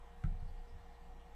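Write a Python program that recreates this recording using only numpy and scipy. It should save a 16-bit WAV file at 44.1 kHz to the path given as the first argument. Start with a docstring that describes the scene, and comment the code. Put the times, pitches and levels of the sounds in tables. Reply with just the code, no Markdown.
"""A plastic part pressed home by hand in a car's engine bay: one click and a deep thump.
The catch creaks under load, then slips and snaps, with a short echo off the bonnet and walls.
The housing takes the push and wobbles, with soft settling bumps and a shudder as the hand drags.
Fingers rub very faintly. Underneath lies the workshop: a humming motor, a thin electrical whine,
steadily rushing air and a low drone."""
import sys
import numpy as np
from scipy import signal
from scipy.fft import rfft, irfft
from scipy.io import wavfile
from scipy.ndimage import uniform_filter1d

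SR = 44100
rng = np.random.default_rng(int(sys.argv[2]) if len(sys.argv) > 2 else 0)


def generate_wav(signal):
    """Clip the signal to [-1, 1] and save it as 16-bit WAV at the path in sys.argv[1]."""
    frames = np.transpose(np.atleast_2d(signal))
    scaled = np.clip(frames, -1, 1) * 32767
    pcm = np.round(scaled).astype(np.int16)
    wavfile.write(sys.argv[1], SR, pcm)


N = 59535

# The motor's hum. Each row: multiple of the shaft speed, rms level in dB.
MOTOR_HARMONICS = [(1, -60.5), (8, -70), (16, -89), (30, -85.5), (32, -80.5), (36, -87), (40, -86),
                   (48, -89), (104, -102), (130, -99), (132, -94.5)]
# The electrical whine. Each row: pitch in Hz, rms level in dB.
WHINE_TONES = [(2998, -96), (4000, -101), (10998, -106), (11999, -106)]
# The colour of the rushing air. Each row: frequency in Hz, relative level in dB.
AIR_SPECTRUM = [(20, -1), (70, -5.5), (130, -7.5), (270, -11.5), (420, -13), (600, -12), (780, -12.5),
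                (1000, -12.5), (1250, -16), (1800, -19.5), (2600, -25), (3400, -24.5), (5000, -32),
                (8000, -36), (10500, -40), (15000, -41.5)]
# Hollow resonances the air excites. Each row: centre in Hz, half-width in Hz, rms level in dB.
AIR_RESONANCES = [(25.14, 7.1, -54), (707.2, 34, -73), (742, 30, -70.5), (823.3, 20, -72.5), (862, 26, -79),
                  (999, 50, -80), (1107, 12, -85)]
# The drone's fader moves. Each row: time in seconds, rms level in dB.
DRONE_LEVELS = [(0, -73.5), (.1, -67), (.18, -71), (.6, -74.5), (.75, -68.5), (.86, -71.5), (.97, -76.5),
                (1.08, -67), (1.16, -68.5), (1.33, -71.5)]
# Finger rubs. Each row: start and length in seconds, centre and half-width in Hz, top level in dB.
FINGER_RUBS = [(0.126, 0.21, 8400, 5000, -85), (0.387, 0.038, 4400, 700, -80.5),
               (.4, .012, 11000, 3500, -83), (0.462, 0.06, 4590, 700, -80), (0.451, .11, 11400, 4000, -88),
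               (0.555, 0.07, 4600, 700, -83), (0.658, 0.095, 5160, 652, -81), (0.911, 0.08, 4200, 700, -83),
               (1.175, 0.065, 3100, 600, -78)]
# The press and its settling bumps. Each row: start in seconds, strength in dB, contact in seconds.
PUSHES = [(0.2358, 2.5, 0.0039), (0.3127, -16, 0.0044), (0.416, -8.5, 0.0071), (0.4565, -5, 0.022),
          (0.497, -13, 0.017), (.717, -23.5, 0.0067), (0.744, -27.5, 0.007)]
# The housing's ring. Each row: pitch in Hz, level in dB, t60 in seconds, sign of the first swing.
HOUSING_MODES = [(24.9, -34, 1.05, -1), (26.17, -22.2, 0.36, 1), (31.1, -24.5, 0.33, -1),
                 (71.7, -34, 0.24, -1), (108.6, -36, 0.15, -1), (113.3, -22, 0.047, 1),
                 (158.5, -32, 0.19, -1), (181, -51, 0.55, -1), (197.4, -52, 0.6, 1), (317, -49.5, 0.2, 1)]
# Slips of the catch. Each row: start in seconds, level in dB, treble edge in dB.
CATCH_SLIPS = [(0.2379, 1.5, -19), (0.2393, -1.5, -0.5), (0.2418, -6.5, -8), (.2505, -21, 3),
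               (0.256, -14, -14), (.2605, -13, -16)]
# The plastic catch's ring. Each row: pitch in Hz, base level in dB, t60 in seconds.
CATCH_MODES = [(1300, -47, 0.016), (1570, -46.5, 0.012), (1850, -51, 0.013), (2300, -49, 0.0066),
               (3270, -53.5, 0.0055), (4150, -57, 0.0051), (6270, -53.5, 0.0034), (8700, -59.5, 0.0013)]
# The hand dragging on the housing. Each row: start and length in seconds, rms level in dB.
HAND_DRAGS = [(0.258, .2, -54.5), (0.41, .15, -56.5), (0.708, .08, -57.5), (0.786, 0.056, -63.5)]


def amp(db):
    """Decibels to gain."""
    return 10 ** (np.asarray(db) / 20)


def unit(x):
    """Scales to rms 1."""
    return x / np.sqrt(np.mean(x ** 2) + 1e-30)


def add(mix, start, sound):
    """Mixes a sound in at a start time in seconds."""
    part = mix[max(round(start * SR), 0):][:len(sound)]
    part += sound[:len(part)]


def decay(t60):
    """An exponential tail, 60 dB down after t60 seconds."""
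    t = np.arange(N) / SR
    return np.exp(-np.log(1000) * t / t60)


def swell(length):
    """A half-sine rise and fall."""
    return np.sin(np.pi * np.arange(0, length, 1 / SR) / length)


def tone(hz, db):
    """A steady sine with its peak level in dB."""
    return amp(db) * np.sin(2 * np.pi * hz * np.arange(N) / SR)


def band_noise(hz, half_width_hz):
    """Noise in a bell-shaped band, rms 1."""
    f = np.fft.rfftfreq(N, 1 / SR)
    bell = 1 / (1 + ((f - hz) / half_width_hz) ** 2) ** 2
    return unit(irfft(rfft(rng.standard_normal(N)) * bell, N))


def motor_hum(shaft_hz=59.05, drift=0.00046, waver=0.024):
    """Harmonics of a nearly steady shaft, each wavering a little in level."""
    turns = np.cumsum(shaft_hz * (1 + drift * band_noise(0, 3))) / SR
    out = np.zeros(N)
    for multiple, db in MOTOR_HARMONICS:
        harmonic = np.sqrt(2) * np.sin(2 * np.pi * (multiple * turns + rng.random()))
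        out += amp(db) * harmonic * (1 + waver * band_noise(0, 6.9))
    return out


def electrical_whine():
    """Thin, steady tones, very faint."""
    return np.sqrt(2) * sum(tone(hz, db) for hz, db in WHINE_TONES)


def air_rush(rush_db=-64.5, patch_db=1.87):
    """A broad, slightly patchy rush of air that excites a few hollow resonances."""
    frames = dict(fs=SR, nperseg=1024, noverlap=768)
    f, _, spectra = signal.stft(rng.standard_normal(N), **frames)
    hz, db = np.transpose(AIR_SPECTRUM)
    colour_db = np.interp(np.log(f + 1), np.log(hz), db)[:, None]
    # Random patches of level, smoothed across frequency and then time.
    patches = uniform_filter1d(rng.standard_normal(spectra.shape), size=10, axis=0)
    patches = unit(uniform_filter1d(patches, size=12, axis=1))
    rush = signal.istft(spectra * amp(colour_db + patch_db * patches), **frames)[1][:N]
    hollow = sum(amp(level) * band_noise(centre, width) for centre, width, level in AIR_RESONANCES)
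    return amp(rush_db) * unit(rush) + hollow


def workshop_drone():
    """A low, narrow band of noise that swells and sinks."""
    times, db = np.transpose(DRONE_LEVELS)
    fader = amp(np.interp(np.arange(N) / SR, times, db))
    return fader * band_noise(hz=174, half_width_hz=13)


def finger_rubs():
    """Short swells of thin hiss as skin slides over the hoses."""
    out = np.zeros(N)
    for start, length, hz, width, db in FINGER_RUBS:
        arch = swell(length)
        add(out, start, amp(db) * arch * band_noise(hz, width)[:len(arch)])
    return out


def catch_creak(start_s=0.223, length_s=0.026):
    """A brief squeak of plastic under load, leading into the snap."""
    out = np.zeros(N)
    arch = swell(length_s)
    add(out, start_s, arch * tone(hz=742, db=-58)[:len(arch)])
    return out


def housing_thump():
    """Soft, rounded pushes set the housing swinging; longer contact gives a duller bump."""
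    force = np.zeros(N)
    for start, db, contact in PUSHES:
        push = swell(contact) ** 2
        add(force, start, amp(db) * push / push.sum())
    ring = sum(sign * tone(hz, db) * decay(t60) for hz, db, t60, sign in HOUSING_MODES)
    return signal.fftconvolve(force, ring)[:N]


def catch_click(band_hz=(1050, 9600)):
    """Each slip rings the catch with a snap of noise; more edge makes both more biting."""
    out = np.zeros(N)
    top_hz = CATCH_MODES[-1][0]
    for start, db, edge_db in CATCH_SLIPS:
        # Neighbouring modes swing opposite ways; the edge acts most on the highest.
        ring = sum((-1) ** k * tone(hz, level + edge_db * hz / top_hz) * decay(t60)
                   for k, (hz, level, t60) in enumerate(CATCH_MODES))
        snap = amp(edge_db - 60) * band_noise(hz=7200, half_width_hz=3800) * decay(t60=0.007)
        add(out, start, amp(db) * (ring + snap))
    return signal.sosfilt(signal.butter(4, band_hz, "bandpass", fs=SR, output="sos"), out)


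def bay_echo(sound, send_db=-6.5, predelay_s=0.007, dull_hz=5470):
    """A short, dull, diffuse echo from the bonnet and walls."""
    tail = rng.standard_normal(N) * decay(t60=0.17) * (np.arange(N) / SR > predelay_s)
    tail = signal.lfilter(*signal.butter(1, dull_hz, fs=SR), tail / np.linalg.norm(tail))
    return amp(send_db) * signal.fftconvolve(sound, tail)[:N]


def hand_drags(top_hz=162):
    """Low, uneven shudders while the hand slides over the housing."""
    out = np.zeros(N)
    lowpass = signal.butter(4, top_hz, fs=SR, output="sos")
    for start, length, db in HAND_DRAGS:
        arch = swell(length)
        shudder = signal.sosfilt(lowpass, band_noise(hz=81.9, half_width_hz=31))[-len(arch):]
        add(out, start, amp(db) * unit(arch * shudder))
    return out


def scene():
    """The press over the workshop bed, in mono; only the click feeds the echo."""
    click = catch_click()
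    press = housing_thump() + hand_drags() + catch_creak() + click + bay_echo(click) + finger_rubs()
    workshop = motor_hum() + electrical_whine() + air_rush() + workshop_drone()
    return (press + workshop)[None]


def record(dry):
    """A steep high cut takes the very top off the mix."""
    cutoff_hz = 14900
    lowpass = signal.firwin(511, cutoff_hz, window=("kaiser", 9), fs=SR)
    return signal.oaconvolve(dry, lowpass[None], "same")


dry = scene()
out = record(dry)
generate_wav(out)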